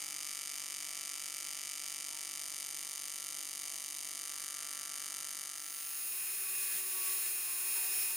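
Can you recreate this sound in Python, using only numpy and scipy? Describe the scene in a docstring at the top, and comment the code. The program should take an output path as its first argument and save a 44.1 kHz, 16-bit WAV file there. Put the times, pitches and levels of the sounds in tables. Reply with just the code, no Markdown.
"""An AC TIG welding arc snaps on a metal plate in a workshop, each time its current reverses. That happens
twice a cycle. In the first scene the current alternates slowly, so the snaps rattle and hum. The scene then
changes, fading into an arc with a fast, bright buzz, sizzle and sputter. Behind the rattle a cooling fan hums;
behind the buzz the welding machine whines and a distant power tool slows and recovers."""
import sys
import numpy as np
from scipy import signal
from scipy.fft import rfft, irfft
from scipy.io import wavfile
from scipy.ndimage import uniform_filter1d, map_coordinates

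SR = 44100
rng = np.random.default_rng(int(sys.argv[2]) if len(sys.argv) > 2 else 0)


def output_pcm(signal):
    """Save a mono or channel-first signal as 16-bit PCM at the path in sys.argv[1].

    Samples are clipped to [-1, 1] before scaling.
    """
    pcm = np.clip(np.atleast_2d(signal).T, -1, 1) * 32767
    wavfile.write(sys.argv[1], SR, np.round(pcm).astype(np.int16))


N = 359856
T = np.arange(N) / SR
HZ = np.arange(N // 2 + 1) * SR / N

SLOW_AC_HZ, FAST_AC_HZ = 48.411, 387.33
FIRST_SNAP_S, BUZZ_START_S = .01894, 5.52
CLEANING_SHARE = .293  # the part of a cycle between its first and second snap

# Tone of the workshop air. Each row: pitch in Hz, gain in dB.
AIR_TONE = [(25, -9), (70, -10), (140, -4.5), (300, -2), (450, -6), (1000, -3), (1500, -4.5), (2500, -1.5),
            (6000, -5.5), (10000, -12), (15000, -30)]
# Loudness of that air. Each row: time in seconds, level in dB.
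AIR_LOUDNESS = [(0, -60.5), (5.1, -60), (5.8, -63), (6.6, -64)]
# Hum of the welding machine's fan. Each row: pitch in Hz, level in dB.
FAN_TONES = [(310.4, -75.5), (98, -99)]
# The machine's whine. Each row: pitch in Hz, level in dB.
WHINE_TONES = [(452, -80)]
# The whine swells. Each row: peak time in seconds, boost in dB, half length in seconds.
WHINE_BOOSTS = [(7.27, 9, 0.16), (7.82, 5, .12)]
# A faint squeak. Each row: peak time in seconds, level in dB, half length in seconds.
SQUEAK_SWELLS = [(2.15, -69, .07)]
# The power tool slows under load. Each row: time in seconds, turns per second.
TOOL_TURNS = [(5.8, 186.7), (6.22, 181.5), (6.38, 188), (6.55, 187.8), (6.75, 188.3), (7.12, 186.7),
              (7.3, 181.8), (7.55, 179.2), (7.85, 188), (8.16, 183)]
# The tool's harmonics. Each row: multiple of its speed, gain in dB.
TOOL_HARMONICS = [(1, -18), (2, -6), (3, -21), (4, -15), (5, -14), (6, -5), (7, -10), (8, -9), (9, -11),
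                  (10, -10), (13, -8)]
# They swell or dip. Each row: multiple, peak time in seconds, gain in dB, half length in seconds.
TOOL_SWELLS = [(2, 6.9, 5.5, .36), (2, 7.9, 3, .15), (3, 7.8, 9, .12), (4, 7.5, 5, .1), (4, 7.85, 11, .15),
               (5, 7.07, 10, .14), (5, 7.78, 15, .15), (5, 8.1, 13, .07), (6, 6.33, -12, .05),
               (6, 7.03, 9.5, .22), (6, 7.56, 5, .11), (6, 7.82, 5, .08), (6, 7.3, -4, .07),
               (6, 7.95, -8, .04), (9, 6.65, 11, .2)]
# Echoes from bench and walls. Each row: delay in milliseconds, relative level in dB.
ECHO_DECAY = [(.25, -3), (1.3, -1), (1.9, -11), (4, -12), (7, -14), (9, -9), (11, -14.5), (30, -17.5),
              (90, -38), (200, -53)]
# Tone of those echoes. Each row: pitch in Hz, gain in dB.
ECHO_TONE = [(1500, 0), (2200, -3), (3400, 1), (5000, -4.5), (6500, -6.5), (8200, 6), (9500, -2.5),
             (12000, -12.5)]
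# Echoes from gloves and sleeve. Each entry is a delay in seconds.
GLOVE_DELAYS = [0.000708, .0013, 0.0028]
# The fast arc flares or dips. Each row: peak time in seconds, gain in dB, half length in seconds.
FLARES = [(6.62, 2, 0.072), (6.75, 2, 0.04), (6.84, -1, 0.025), (7.1, 3, 0.13), (7.27, 0.8, 0.065),
          (7.77, 2.5, 0.11), (7.99, 3, 0.088)]
# Tone of the sizzle. Each row: pitch in Hz, gain in dB.
SIZZLE_TONE = [(30, -18), (100, -24), (200, -26), (400, -15), (650, -18.5), (1200, -8), (1700, -4),
               (2400, -0.5), (3300, -5.5), (5500, -4), (8000, -4), (10300, -2), (11700, -3), (15500, -1)]
# Torch cup and plate add peaks and dips to it. Each row: pitch in Hz, width in Hz, gain in dB.
SIZZLE_PEAKS = [(1770, 90, 1.5), (4360, 130, -2), (5370, 110, 5.5), (7380, 230, 3.5), (9650, 130, 3),
                (11650, 350, -4.5), (14050, 200, -4.5)]
# How much the sizzle differs between left and right. 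Each row: pitch in Hz, gain in dB.
SIZZLE_STEREO = [(700, -25), (2500, -45), (4000, 1.5), (15000, 14)]
# The weld pool sputters. Each row: peak time in seconds, strength in dB, half length in seconds.
SPUTTER_SWELLS = [(6.64, -46, .04), (6.75, -42.5, 0.047), (7.09, -47, 0.075), (7.275, -44, 0.031),
                  (7.89, -50, 0.055)]
# Tone of a sputter, a soft puff under a bright spit. Each row: pitch in Hz, gain in dB.
SPUTTER_TONE = [(30, -8), (120, -11), (300, -12), (1000, -17), (1800, -2.5), (3500, -3.5), (8000, 0),
                (12000, -5), (15500, -1)]
# Lone pops of spatter. Each row: time in seconds, peak level in dB.
SPATTER_POPS = [(6.746, -25), (6.761, -24), (6.807, -24), (7.923, -30)]
# The fast arc's whistle. Each row: pitch in Hz, level in dB compared with the treble buzz.
WHISTLE_TONES = [(2498, -16.5), (4996, -30)]
# The fast arc's harmonics. Each row: multiple of FAST_AC_HZ, gain in dB.
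BUZZ_HARMONICS = [(1, -10.5), (2, -20), (3, -21.5), (4, -25), (5, -25), (6, -20), (7, -11), (8, -24),
                  (9, -26), (10, -15.5), (11, -15), (12, -29), (13, -13.5), (14, -12.5), (15, -21.5),
                  (16, -26), (17, -8.5), (18, -11), (19, -13.5), (20, -18), (21, -8), (22, -18), (23, -7.5),
                  (24, -1), (25, -1), (26, -9.5), (27, -2.5), (28, .5), (29, -19), (30, -12), (31, -8.5),
                  (32, -7), (33, -10), (34, -2), (35, -7), (36, -19), (37, -4.5), (38, 0), (39, -8.5),
                  (40, -2)]
# The buzz rings near 5.4 kHz as the torch moves on.
# Each row: peak time in seconds, boost in dB, half length in seconds.
RING_BOOSTS = [(7.98, 7.5, 0.12)]
# The slow arc's hum. Each row: multiple of SLOW_AC_HZ, level in dB.
HUM_HARMONICS = [(3, -88), (6, -82), (7, -80), (10, -83.5), (11, -80), (13, -78), (14, -75), (15, -84),
                 (17, -76), (18, -77), (19, -81.5), (20, -84), (21, -77), (22, -82.5), (23, -76), (24, -69),
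                 (25, -70.5), (26, -75.5), (27, -71.5), (28, -67.5), (30, -79.5)]
# Tone of the fizz compared with a snap. Each row: pitch in Hz, gain in dB.
FIZZ_TONE = [(500, -16), (2000, 0), (3500, 1.5), (6000, -2), (10000, -5), (12500, 5), (15000, 9)]
# The arc relights roughly. Each row: peak time in seconds, fizz boost in dB, half length in seconds.
FIZZ_BOOSTS = [(2.61, 4, .04), (2.93, 3, 0.043), (3.08, 6, 0.02)]
# Tone of one snap. Each row: pitch in Hz, gain in dB.
SNAP_TONE = [(1500, -18.5), (2000, -8.5), (4000, -11), (8000, -6), (12000, -14), (15000, -25.5)]
# Plate, cup and helmet add peaks and dips to the snaps.
# Each row: pitch in Hz, width in Hz, gain in dB before the torch shifts, gain in dB after.
SNAP_PEAKS = [(2390, 330, 4.5, 1.5), (2546, 86.8, -12.5, -21), (3043, 105, 6.5, 4.5), (3365, 98, -5, -9.5),
              (4210, 140, -6, -5.5), (4900, 305, 9, 7.5), (5250, 250, -5, -7), (5576, 115, 7, 6),
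              (5915, 170, -7.5, -12), (6395, 500, 7, 7.5), (6990, 91, 3, -2), (7640, 210, -7.5, -11),
              (9200, 476, 8.5, 9), (10290, 410, 2.5, 5.5), (11000, 190, 7, 7), (11800, 88, 11, 8),
              (12200, 200, 6, 9.5), (13900, 240, 4, 7)]
# The band that gives the snaps their body. Each row: time in seconds, gain in dB.
SNAP_BODY = [(1, 2.2), (2, -1), (2.8, -1), (4.05, -3.5), (4.35, 5.5), (4.9, 7), (5.4, 5), (5.8, 6.5)]
# How much the rattle's echoes differ between left and right. Each row: pitch in Hz, gain in dB.
RATTLE_STEREO = [(1500, -10), (2400, 0.5), (3300, -10), (4200, 2.5), (10000, -5.5), (15000, -28)]
# The sign that adds a signal on the left and subtracts it on the right.
LEFT_RIGHT = np.array([[1], [-1]])


def undb(db):
    """Turn decibels into a gain to multiply by."""
    return 10 ** (np.asarray(db) / 20)


def unit(x):
    """Scale a signal to an average power of 1."""
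    return x / np.sqrt(np.mean(x ** 2))


def curve(table):
    """Join (seconds, value) points with straight lines."""
    return np.interp(T, *np.transpose(table))


def ramp(start_s, length_s):
    """Rise from 0 to 1 in a straight line."""
    return np.clip((T - start_s) / length_s, 0, 1)


def bell(centre, half_width, axis=T):
    """A smooth bump from 0 to 1 and back, in time unless another axis is given."""
    return np.exp(-((axis - centre) / half_width) ** 2)


def swells_db(table):
    """Passing boosts or dips of a level, in dB."""
    return sum(db * bell(s, length) for s, db, length in table)


def surges(table):
    """Gain of sounds that rise out of silence and sink back."""
    return sum(undb(db) * bell(s, length) for s, db, length in table)


def walk(rate):
    """A smooth random wobble of size about 1, with `rate` steps a second."""
    span = max(int(SR / rate), 2)
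    steps = np.repeat(rng.standard_normal(N // span + 1), span)
    return unit(uniform_filter1d(uniform_filter1d(steps, span), span)[:N])


def spectrum_db(points):
    """Join (Hz, dB) points, giving each octave equal room."""
    hz, db = np.transpose(points)
    return np.interp(np.log(HZ + 1), np.log(hz), db)


def peaks_db(table):
    """Peaks and dips across pitch: one curve for each dB column."""
    return sum(np.outer(dbs, bell(hz, width, HZ)) for hz, width, *dbs in table)


def colour(x, db):
    """Give each frequency its own gain, so that ringing follows a click and never leads it."""
    cepstrum = irfft(np.log(undb(db)), N)
    cepstrum[1:N // 2] *= 2
    cepstrum[N // 2 + 1:] = 0
    return irfft(rfft(x) * np.exp(rfft(cepstrum)), N)


def clicks(times, sizes):
    """Sharp clicks that can fall between samples."""
    at = np.floor(times * SR).astype(int)[:, None] + np.arange(-7, 9)
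    away = at - times[:, None] * SR
    shape = np.sinc(away) * np.cos(np.pi * away / 16) ** 2
    inside = (at >= 0) & (at < N)
    return np.bincount(at[inside], (sizes[:, None] * shape)[inside], N)


def tones(table, waver_db, wander_rad):
    """Held tones that waver a little in level and pitch."""
    sound = 0
    for hz, db in table:
        gain = np.sqrt(2) * undb(db + waver_db * walk(4.9))
        sound += gain * np.cos(2 * np.pi * hz * T + wander_rad * walk(6.5))
    return sound


def workshop_air():
    """The air makes a soft, even rush."""
    return undb(curve(AIR_LOUDNESS)) * unit(colour(rng.standard_normal(N), spectrum_db(AIR_TONE)))


def machines(rumble_db=-80.5):
    """The welding machine's fan hum gives way to a whine and a low rumble as the buzz starts."""
    rumble_tone = spectrum_db([(15, -3), (40, 1), (90, -7), (200, -0.5), (400, -29), (1500, -54)])
    rumble = undb(rumble_db) * unit(colour(rng.standard_normal(N), rumble_tone))
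    whine = tones(WHINE_TONES, waver_db=2.3, wander_rad=0.12) * undb(swells_db(WHINE_BOOSTS))
    fan = tones(FAN_TONES, waver_db=1.88, wander_rad=1.0)
    fast = ramp(BUZZ_START_S, 0.92)
    return (1 - fast) * fan + fast * (whine + rumble)


def squeak(hz=920):
    """Something in the workshop squeaks faintly."""
    return surges(SQUEAK_SWELLS) * tones([(hz, 0)], waver_db=1, wander_rad=.5)


def power_tool(gain_db=-59.5, scattered=0.32, waver_db=1.0, wander_rad=0.56):
    """A far motor slows and recovers; shifting paths through the room make it flicker."""
    shaft_angle = 2 * np.pi * np.cumsum(curve(TOOL_TURNS)) / SR
    sound = 0
    for multiple, db in TOOL_HARMONICS:
        swell_db = swells_db([row[1:] for row in TOOL_SWELLS if row[0] == multiple])
        paths = 1 + scattered * min(multiple / 4, 1) * (walk(38) + 1j * walk(38))
        phase = multiple * shaft_angle + wander_rad * walk(20)
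        sound += undb(db + swell_db + waver_db * walk(14)) * np.real(paths * np.exp(1j * phase))
    return sound * ramp(start_s=5.84, length_s=0.45) * undb(gain_db)


def echo_tail():
    """Bench and walls answer a click with a dense, dying wash of echoes."""
    ms, db = np.transpose(ECHO_DECAY)
    tail = rng.standard_normal(N) * undb(np.interp(T * 1000, ms, db, left=-200, right=-200))
    return tail / np.linalg.norm(tail)


def flatten_tone(x):
    """Even out the broad tone but keep the fine ripples that echoes make."""
    power = uniform_filter1d(uniform_filter1d(abs(rfft(x)) ** 2, size=1350), size=800)
    return colour(x, -10 * np.log10(np.maximum(power / power.mean(), 1e-6)))


def add_room(x, echo_db=-1, width_db=-8.0):
    """The direct sound arrives with echoes that differ between left and right."""
    middle = 1 + undb(echo_db + spectrum_db(ECHO_TONE)) * rfft(echo_tail())
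    side = rfft(echo_tail()) * undb(width_db + spectrum_db(RATTLE_STEREO))
    heard = irfft(rfft(x) * (middle + LEFT_RIGHT * side), N)
    return np.array([flatten_tone(channel) for channel in heard])


def glove_echo(x, gain=0.24, wander_s=.00003, above_hz=10500):
    """Moving gloves throw back the shortest waves, so the treble drifts."""
    treble = irfft(rfft(x) * HZ ** 4 / (HZ ** 4 + above_hz ** 4), N)
    delays = [delay + wander_s * walk(2.6) for delay in GLOVE_DELAYS]
    return gain * sum(map_coordinates(treble, [(T - delay) * SR], mode="nearest") for delay in delays)


def fast_arc_db(start_db=-40, growth_db_per_s=1.01):
    """The fast arc slowly grows stronger, with flares on top."""
    return start_db + growth_db_per_s * (T - BUZZ_START_S) + swells_db(FLARES)


def crackle(per_second, spread_db):
    """Oxide bursts in tiny clicks, mostly small and a few large."""
    when, strength = rng.random((int(per_second * N / SR), 2)).T
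    sizes = undb(spread_db * np.minimum(-np.log(1 - strength), 5))
    pops = clicks(when * N / SR, -sizes)
    return unit(pops - pops.mean())


def sizzle(gain_db=-3.0, hiss_db=-2.0, crackle_db=-6.0, width_db=-16, follow=0.77, pivot_db=-36.5):
    """The fast arc hisses and crackles; now and then the pool sputters and spatter pops."""
    # Around pivot_db, the sizzle swings less than the arc does.
    level_db = gain_db + pivot_db + follow * (fast_arc_db() - pivot_db)
    frying = undb(hiss_db) * rng.standard_normal(N) + undb(crackle_db) * crackle(1800, 3.9)
    frying *= ramp(BUZZ_START_S, 0.76) ** 0.84 * undb(level_db + 0.25 * walk(35))
    frying = colour(frying, spectrum_db(SIZZLE_TONE) + peaks_db(SIZZLE_PEAKS)[0])
    sputter = colour(surges(SPUTTER_SWELLS) * crackle(2500, 3.8), spectrum_db(SPUTTER_TONE))
    pop_s, pop_db = np.transpose(SPATTER_POPS)
    sound = frying + sputter + clicks(pop_s, -undb(pop_db))
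    side = irfft(rfft(sound) * rfft(echo_tail()) * undb(width_db + spectrum_db(SIZZLE_STEREO)), N)
    return sound + LEFT_RIGHT * side


def harmonic_phase(multiple, smear_rad):
    """The two snaps of a cycle set a harmonic's timing, and echoes smear it."""
    both_snaps = 1 + np.exp(-2j * np.pi * multiple * CLEANING_SHARE)
    return np.angle(both_snaps) + smear_rad * rng.standard_normal()


def buzz(lower_db=-10.5, treble_hz=8600, bass_hz=1250, sway_rad=0.23, width=0.1):
    """Fast snaps fuse into a stack of harmonics that wavers as the arc wanders and whistles."""
    sway = sway_rad * (walk(5.7) + .3 * walk(61))
    ring_db = swells_db(RING_BOOSTS)
    lower, treble = np.zeros((2, N)), np.zeros((2, N))
    for multiple, db in BUZZ_HARMONICS:
        hz = multiple * FAST_AC_HZ
        phase = 2 * np.pi * hz * T + harmonic_phase(multiple, smear_rad=0.61) + sway * hz / 10000
        flutter_db = 1 if hz > treble_hz else 1.23
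        gain = undb(db + flutter_db * walk(45) + ring_db * bell(5400, 350, hz))
        # The lowest harmonics are softened.
        gain /= np.sqrt(1 + (bass_hz / hz) ** 4)
        # Short waves reach left and right slightly out of step.
        side = width * np.clip((hz - 2700) / 2500, 0, 1) * rng.choice([-1, 1]) * np.sin(phase)
        harmonic = gain * (np.cos(phase) + LEFT_RIGHT * side)
        if hz > treble_hz:
            treble += harmonic
        else:
            lower += harmonic
    whistle = tones(WHISTLE_TONES, waver_db=1.3, wander_rad=0.53)
    whistle *= ramp(BUZZ_START_S, 0.77) * undb(1.2 * walk(50))
    strength = ramp(BUZZ_START_S, 0.57) * undb(fast_arc_db())
    return strength * (unit(treble) + whistle + undb(lower_db) * unit(lower))


def hum(waver_db=1.86, wander_rad=0.24, width=0.14):
    """The low harmonics of the slow snaps linger in the room and merge into a hum."""
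    sound = 0
    for multiple, db in HUM_HARMONICS:
        hz = multiple * SLOW_AC_HZ
        offset = harmonic_phase(multiple, smear_rad=0.67) + wander_rad * walk(6)
        phase = 2 * np.pi * hz * (T - FIRST_SNAP_S) + offset
        side = width * min(hz / 800, 1) ** 2 * rng.choice([-1, 1]) * np.sin(phase)
        sound += np.sqrt(2) * undb(db + waver_db * walk(7)) * (np.cos(phase) + LEFT_RIGHT * side)
    return sound


def fizz(times, length_s=.0014, spread_db=3, gain_db=-13.5):
    """Each snap trails a brief spray of sparks, weak or strong by chance."""
    sizes = undb(spread_db * np.clip(rng.standard_normal(len(times)), -2.5, 2.5))
    latest = np.maximum(np.searchsorted(times, T) - 1, 0)
    bursts = sizes[latest] * np.exp(-((T - times[latest]) / length_s) ** 4)
    spray = unit(bursts * rng.standard_normal(N))
    return colour(spray * undb(gain_db + swells_db(FIZZ_BOOSTS)), spectrum_db(FIZZ_TONE))


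def snaps(spread_db=0.61, jitter_s=3.7e-6):
    """The slow arc clicks and fizzes each time its current reverses."""
    cycles = np.arange(-1, N / SR * SLOW_AC_HZ)
    times = FIRST_SNAP_S + (cycles[:, None] + [0, CLEANING_SHARE]).ravel() / SLOW_AC_HZ
    timing, strength = rng.standard_normal((len(times), 2)).T
    train = unit(clicks(times + jitter_s * timing, undb(spread_db * strength)))
    return train - train.mean() + fizz(times)


def rattle(gain_db=-42.5, lean_left_db=0.27, hum_top_hz=1580, body_hz=1470, body_width_hz=310):
    """Slow snaps ring the plate, and the ringing changes as the welder tilts the torch."""
    arc = snaps()
    heard = add_room(arc + glove_echo(arc))
    bass_cut_db = spectrum_db([(hum_top_hz * .85, -25), (hum_top_hz, 0)])  # leaves room for the hum
    tone_db = spectrum_db(SNAP_TONE) + bass_cut_db
    before, after = (colour(heard, tone_db + db) for db in peaks_db(SNAP_PEAKS))
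    tilt = ramp(start_s=1.67, length_s=1.5)
    ringing = np.array([unit(channel) for channel in (1 - tilt) * before + tilt * after])
    sound = undb(gain_db + LEFT_RIGHT * lean_left_db) * ringing + hum()
    body = irfft(rfft(sound) * bell(body_hz, body_width_hz, HZ), N)
    sound += (undb(curve(SNAP_BODY)) - 1) * body
    drift_db = 0.07 * walk(4.9) + 0.0048 * T  # the level holds almost steady until the fade
    fade = (1 - ramp(start_s=5.25, length_s=0.9)) ** 0.52
    return sound * fade * undb(drift_db)


def scene():
    """The scene with the slow arc fades into one with the fast arc, over the sounds of the workshop."""
    background = workshop_air() + machines() + squeak()
    return rattle() + buzz() + sizzle() + power_tool() + background


def record(dry, top_hz=15830):
    """A steep filter cuts the highest treble."""
    return signal.sosfilt(signal.ellip(16, .1, 80, top_hz, fs=SR, output="sos"), dry)


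dry = scene()
out = record(dry)
output_pcm(out)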